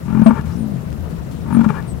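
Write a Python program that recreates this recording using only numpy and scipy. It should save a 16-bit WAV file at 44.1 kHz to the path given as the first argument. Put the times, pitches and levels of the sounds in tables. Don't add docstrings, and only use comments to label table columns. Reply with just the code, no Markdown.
import sys
import numpy as np
from scipy import signal
from scipy.io import wavfile
from scipy.ndimage import uniform_filter1d

SR = 44100
rng = np.random.default_rng(int(sys.argv[2]) if len(sys.argv) > 2 else 0)


def put_to_file(sound):
    columns = np.atleast_2d(sound).T
    safe = np.clip(columns, -1, 1)
    whole_steps = np.round(safe * 32767)
    wavfile.write(sys.argv[1], SR, whole_steps.astype(np.int16))


N = 88200
T = np.arange(N) / SR

# delay_s, level_db
ECHOES = [(0.046, -22.5), (.113, -35.5), (.19, -43)]
ECHO_CUT_HZ = 700
VOICE_RIGHT_DB, VOICE_RIGHT_LAG_S, AIR_RIGHT_DB = -14, 0.00086, -17.5


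def bull():
    pulses = throat_pulses()
    voice = bull_voice(pulses)
    air = bull_air(pulses)
    near = place(voice, VOICE_RIGHT_DB, VOICE_RIGHT_LAG_S) + place(air, AIR_RIGHT_DB)
    dull = butter(voice + air, ECHO_CUT_HZ, "low")
    echoes = sum(from_db(db) * np.interp(T - delay, T, dull, left=0) for delay, db in ECHOES)
    return near + place(echoes, right_db=-8, lag_s=0.0012)


# first_pulse_s, pulse_rate_hz, resonance_at_0_db_effort_hz, ring_length_s
GRUNT_RATTLES = [(0.0548, 44.0, 202.7, 0.024), (1.459, 46.6, 216.8, 0.052)]
# time_s, effort_db
GRUNT_EFFORT = [
    [(.05, -15), (.08, -6.5), (.105, -6.5), (.15, -0.5), (.19, 2), (.228, 7.5)],
    [(1.455, -18.5), (1.5, -7.5), (1.55, 2.5), (1.572, 6), (1.595, 1), (1.62, 0), (1.645, -10.5)],
]
PULSE_JITTER_S, THROAT_RISE_HZ_PER_DB, RATTLE_DB = 0.00044, 1.0, 0.5


def throat_pulses():
    pulses = []
    for (start, rate, rest_hz, length), curve in zip(GRUNT_RATTLES, GRUNT_EFFORT):
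        curve_s, curve_db = np.transpose(curve)
        times = np.arange(start, curve_s[-1], 1 / rate)
        times = times + PULSE_JITTER_S * rng.standard_normal(size=40)[:len(times)]
        for time, effort_db in zip(times, np.interp(times, curve_s, curve_db)):
            hz = rest_hz + THROAT_RISE_HZ_PER_DB * effort_db
            pulses.append((time, effort_db + RATTLE_DB, hz, length))
    return pulses


# start_s, drive_db, resonance_hz, width_hz, ring_length_s
THUMPS = [(0.2589, 12.5, 219.6, 13.4, 0.037), (0.3015, -2.5, 224, 15, 0.04),
          (1.6594, 2.5, 211.5, 19.8, 0.044), (1.6965, -3, 145.6, 26.4, 0.057)]
THROAT_WIDTH_HZ = 22.3
CHEST_HZ, CHEST_WIDTH_HZ, CHEST_DB, CHEST_RING_S = 146.6, 31, -13, 0.046
VOICE_LOW_HZ, VOICE_HIGH_HZ = 109.3, 370


def bull_voice(pulses):
    rattle = rings([(s, db, hz, THROAT_WIDTH_HZ, length) for s, db, hz, length in pulses])
    throat = rattle + rings(THUMPS)
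    chest = rings([(s, db + CHEST_DB, CHEST_HZ, CHEST_WIDTH_HZ, CHEST_RING_S)
                   for s, db, *_ in pulses + THUMPS])
    return butter(throat + chest, [VOICE_LOW_HZ, VOICE_HIGH_HZ], "band", order=3)


# time_s, flow_db
AIR_FLOW = [
    [(0, -57), (.08, -35.5), (.14, -31.5), (.24, -28.5), (.315, -24.5), (.34, -24.5), (.385, -19),
     (.415, -37), (.52, -31.5), (.58, -55)],
    [(1.42, -47), (1.48, -39.5), (1.52, -29.5), (1.61, -30), (1.675, -37.5), (1.705, -22.5), (1.728, -28.5),
     (1.755, -20), (1.793, -26), (1.82, -35), (1.9, -43)],
]
# start_s, flow_db, decay_s
SNORTS = [(.2615, -13.5, 0.018), (.3055, -26, 0.0074), (1.607, -20.5, 0.0044), (1.641, -18.5, .014),
          (1.688, -18.5, 0.0094), (1.702, -32, 0.0036)]
# start_s, impulse_db
SMACKS = [(0.3073, 11.9), (1.7024, 10.9)]
# time_s, level_db
HISS_LEVEL = [(.4, -14.5), (1.5, -10.5)]
# frequency_hz, density_db_per_hz
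HISS_SPECTRUM = [(200, 8), (500, -14.5), (1100, 5), (1800, -19.5), (3000, -13.5), (5000, -16), (8000, -19),
                 (15000, -30)]
# centre_s, length_s, level_db
WHEEZES = [(0.391, 0.048, -32), (1.789, 0.045, -27)]
AIR_PULSING, AIR_PULSE_DECAY_S, AIR_PULSE_LAG_S = 1.96, 0.0066, 0.0013
SMACK_CUT_HZ, WHEEZE_HZ = 1510, 1710


def bull_air(pulses):
    puffs = bursts([(s + AIR_PULSE_LAG_S, 0, AIR_PULSE_DECAY_S) for s, *_ in pulses])
    pulsing = 1 + AIR_PULSING * (puffs - .2)
    steady = sum(from_db(in_time(curve)[0]) * during(curve) for curve in AIR_FLOW)
    flow = uniform_filter1d(steady * pulsing + bursts(SNORTS), size=50)

    clicks = np.zeros(N)
    for s, db in SMACKS:
        clicks[int(s * SR)] = from_db(db)
    white = rng.standard_normal(N)
    drive = flow * white + butter(clicks, SMACK_CUT_HZ, "low", order=3)
    tone = muzzle(drive) / np.std(muzzle(white))

    hiss_noise = rms_one(banded_noise(HISS_SPECTRUM, flicker_db=0.0)[0])
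    hiss = from_db(in_time(HISS_LEVEL)[0]) * flow * hiss_noise
    wheeze_level = sum(from_db(db) * swell(s, length) for s, length, db in WHEEZES)
    return tone + hiss + wheeze_level * whistle(WHEEZE_HZ, wobble=0.0287)


# resonance_hz, width_hz, gain_db
MUZZLE = [(406, 41, 4), (595, 60, -1.5), (810, 59, 2), (916.5, 68, 7.5), (1165, 101, 3), (1411, 84, 2),
          (1704, 125, -5.5), (2355, 160, -9.5), (2814, 43, -12.5), (3130, 420, -24), (3600, 400, -49)]


def muzzle(x):
    out = 0
    for k, (hz, width_hz, db) in enumerate(MUZZLE):
        out = out + (-1) ** k * from_db(db) * resonate(x, hz, width_hz)
    return butter(out, 4000, "low")


# time_s, pulse_rate_hz, resonance_hz, level_db
GROWL = [(.36, 66, 140.2, -24), (.43, 72, 149, -22.5), (.5, 83, 149, -29), (.56, 58, 226, -20),
         (.65, 54, 207, -17), (.7, 51.2, 193, -20), (.745, 49, 147, -15), (.8, 39.3, 134, -20),
         (.88, 78, 140, -36)]
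# pulse_rate_hz, resonance_hz, mean_level_db, right_db
FAR_BULLS = [(72.75, 108, -29.5, -17.5), (40.75, 153.4, -30.5, -2.5), (54.86, 193, -32, -8)]
# centre_s, length_s, pitch_hz, level_db
HOOTS = [(.495, 0.091, 81, -16.5), (1.018, 0.14, 84.8, -24.5), (1.468, 0.084, 90.3, -23)]
GROWL_WIDTH_HZ, GROWL_JITTER, GROWL_RIGHT_DB = 45, 0.0244, -15.5
FAR_WIDTH_HZ, FAR_JITTER, FAR_SWING_DB = 47.4, .07, 1.4


def herd():
    rate, hz, db = in_time(GROWL)
    level = from_db(db) * during(GROWL)
    out = place(level * growl(rate, hz, GROWL_WIDTH_HZ, GROWL_JITTER), GROWL_RIGHT_DB)
    for rate, hz, db, right_db in FAR_BULLS:
        level = from_db(db + FAR_SWING_DB * drift(9))
        out = out + place(level * growl(rate, hz, FAR_WIDTH_HZ, FAR_JITTER), right_db, lag_s=0.0009)
    for s, length, hz, db in HOOTS:
        hoot = from_db(db) * swell(s, length) * np.sin(2 * np.pi * hz * T)
        out = out + place(hoot, GROWL_RIGHT_DB)
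    return out


def growl(rate_hz, hz, width_hz, jitter):
    cycles = np.cumsum(rate_hz * np.exp(jitter * drift(15))) / SR + rng.random()
    at = np.flatnonzero(np.diff(np.floor(cycles)))
    levels_db = 2.2 * rng.standard_normal(size=400)[:len(at)]
    hz_curve = hz + 0 * T
    pulses = [(T[i], db, hz_curve[i], width_hz, .06) for i, db in zip(at, levels_db)]
    return rms_one(butter(rings(pulses), [75, 520], "band"))


# centre_s, length_s, level_db
SCUFFS = [(.66, 0.24, -38.5), (1.075, 0.16, -34)]
SCUFF_LOW_HZ, SCUFF_HIGH_HZ = 282.6, 713


def scuffs():
    level = sum(from_db(db) * swell(s, length) for s, length, db in SCUFFS)
    noise = rms_one(butter(rng.standard_normal(N), [SCUFF_LOW_HZ, SCUFF_HIGH_HZ], "band"))
    return place(level * noise, right_db=-15.5)


# start_s, length_s, start_hz, end_hz (approached), level_db
CHIRPS = [(0.234, 0.072, 9900, 8050, -38), (0.563, 0.085, 10700, 8750, -47),
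          (1.52, 0.055, 10800, 8370, -38), (1.867, 0.071, 9150, 7800, -39)]
# time_s, pitch_hz, mean_level_db
FAR_BIRD = [(.495, 3930, -69), (.525, 5300, -58), (.54, 6180, -50.5), (.555, 5730, -57), (.572, 5330, -55)]
CHIRP_FALL_S, CHIRP_WOBBLE, BIRD_RIGHT_DB = 0.024, 0.0062, -11.5
UPPER_VOICE_RATIO, UPPER_VOICE_DB = 1.075, -6
FAR_FLUTTER_DB = 6


def birds():
    far_hz, far_db = in_time(FAR_BIRD)
    far_level = from_db(far_db + FAR_FLUTTER_DB * drift(98)) * during(FAR_BIRD)
    out = far_level * whistle(far_hz, wobble=0.033)
    for s, length, start_hz, end_hz, db in CHIRPS:
        age = np.clip(T - s, 0, length)
        hz = end_hz + (start_hz - end_hz) * np.exp(-age / CHIRP_FALL_S)
        lower = whistle(hz, CHIRP_WOBBLE)
        upper = from_db(UPPER_VOICE_DB) * whistle(hz * UPPER_VOICE_RATIO, CHIRP_WOBBLE)
        out = out + from_db(db) * np.sin(np.pi * age / length) * (lower + upper)
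    return place(out, BIRD_RIGHT_DB)


# start_s, level_db, decay_s
TICKS = [(.412, -31, 0.00062), (.455, -45.5, 0.13), (.904, -36.5, 0.00093), (.928, -35, .0015),
         (1.1, -46.5, 0.043), (1.312, -43, 0.04), (1.351, -48, 0.0013), (1.804, -40, .001),
         (1.826, -38, .0015)]
TICK_LOW_HZ, TICK_HIGH_HZ = 1200, 6760


def grass_ticks():
    noise = rms_one(butter(rng.standard_normal(N), [TICK_LOW_HZ, TICK_HIGH_HZ], "band", order=1))
    return place(bursts(TICKS) * noise, right_db=-20)


# frequency_hz, density_db_per_hz
RUMBLE_SPECTRUM = [(25, -22), (40, -7), (65, 7), (100, -0.5), (166, 2), (215, -6.5), (270, -9), (330, -10),
                   (500, -21.5), (700, -23.5), (1100, -22.5), (1500, -26.5), (3600, -38), (16000, -49.5)]
# frequency_hz, density_db_per_hz
BREEZE_SPECTRUM = [(300, -8), (450, 12.5), (1000, -7), (2000, -25.5), (4000, -19), (8000, -21),
                   (16000, -20)]
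RUMBLE_DB, RUMBLE_FLICKER_DB = -29, 2
BREEZE_DB, BREEZE_FLICKER_DB = -41.5, 2.06


def meadow():
    rumble = from_db(RUMBLE_DB) * banded_noise(RUMBLE_SPECTRUM, RUMBLE_FLICKER_DB)
    breeze = from_db(BREEZE_DB) * banded_noise(BREEZE_SPECTRUM, BREEZE_FLICKER_DB)
    return rumble + breeze


# frequency_hz, left_over_right_db
LEAN = [(60, 24), (110, 7.0), (200, 10.5), (380, 11), (700, 7), (1290, 9), (2380, 5), (4400, 2.5),
        (8120, 6), (15000, 1)]


def banded_noise(spectrum, flicker_db):
    out = 0
    edges_hz = 22 * 2 ** np.arange(0, 10, .5)
    white = rng.standard_normal((2, 2, N))
    for k, (low, high) in enumerate(zip(edges_hz, edges_hz[1:])):
        hz = np.sqrt(low * high)
        sides = from_db(at_hz(LEAN, hz) * np.array([[.5], [-.5]]))
        sides = sides / np.sqrt(np.mean(sides ** 2))
        level = from_db(at_hz(spectrum, hz) + flicker_db * drift(30))
        out = out + sides * level * butter(white[k % 2], [low, high], "band")
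    return rms_one(out)


RING_ATTACK_S, DAMPING_S = 0.0015, 0.0095


def rings(pulses):
    out = np.zeros(N)
    for s, db, hz, width_hz, length in pulses:
        first = max(int(s * SR) + 1, 0)
        last = max(int((s + length + DAMPING_S) * SR), 0)
        age = T[first:last] - s
        attack = 1 - np.exp(-age / RING_ATTACK_S)
        decay = np.exp(-np.pi * width_hz * age)
        damping = np.clip((length - age) / DAMPING_S + .5, 0, 1)
        out[first:last] -= from_db(db) * attack * decay * damping * np.sin(2 * np.pi * hz * age)
    return out


def resonate(x, hz, width_hz):
    r = np.exp(-np.pi * width_hz / SR)
    zeros = np.array([1, 0, -1]) * (1 - r * r) / 2
    poles = [1, -2 * r * np.cos(2 * np.pi * hz / SR), r * r]
    return signal.lfilter(zeros, poles, x)


def whistle(hz, wobble):
    return np.sin(2 * np.pi * np.cumsum(hz * (1 + wobble * drift(170))) / SR)


def drift(corner_hz):
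    step = 40
    r = np.exp(-2 * np.pi * corner_hz * step / SR)
    noise = rng.standard_normal(N // step + 2002)
    slow = signal.lfilter([1], [1, -2 * r, r * r], noise)[2000:]
    return np.interp(np.arange(N) / step, np.arange(len(slow)), rms_one(slow))


def bursts(rows):
    return sum(from_db(db) * (T >= s) * np.exp(-np.abs(T - s) / decay) for s, db, decay in rows)


def swell(centre_s, length_s):
    return np.cos(np.pi * np.clip((T - centre_s) / length_s, -.5, .5))


def during(rows):
    return uniform_filter1d(1. * ((T >= rows[0][0]) & (T <= rows[-1][0])), size=400)


def in_time(rows):
    s, *columns = np.transpose(rows)
    return [np.interp(T, s, column) for column in columns]


def at_hz(points, hz):
    points_hz, points_db = np.transpose(points)
    return np.interp(np.log(hz), np.log(points_hz), points_db)


def place(x, right_db, lag_s=0):
    return np.array([x, from_db(right_db) * np.interp(T - lag_s, T, x)])


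def butter(x, hz, kind, order=2):
    return signal.sosfilt(signal.butter(order, hz, kind, fs=SR, output="sos"), x + 1e-18)


def from_db(db):
    return 10 ** (np.asarray(db) / 20)


def rms_one(x):
    return x / np.sqrt(np.mean(x ** 2) + 1e-20)


def scene():
    return bull() + herd() + scuffs() + birds() + grass_ticks() + meadow()


CLIP_LEVEL, STOPBAND_HZ = .99, 16500


def record(dry):
    clipped = np.clip(dry, -CLIP_LEVEL, CLIP_LEVEL)
    low_pass = signal.cheby2(16, 50, STOPBAND_HZ, fs=SR, output="sos")
    return signal.sosfiltfilt(low_pass, clipped)


dry = scene()
out = record(dry)
put_to_file(out)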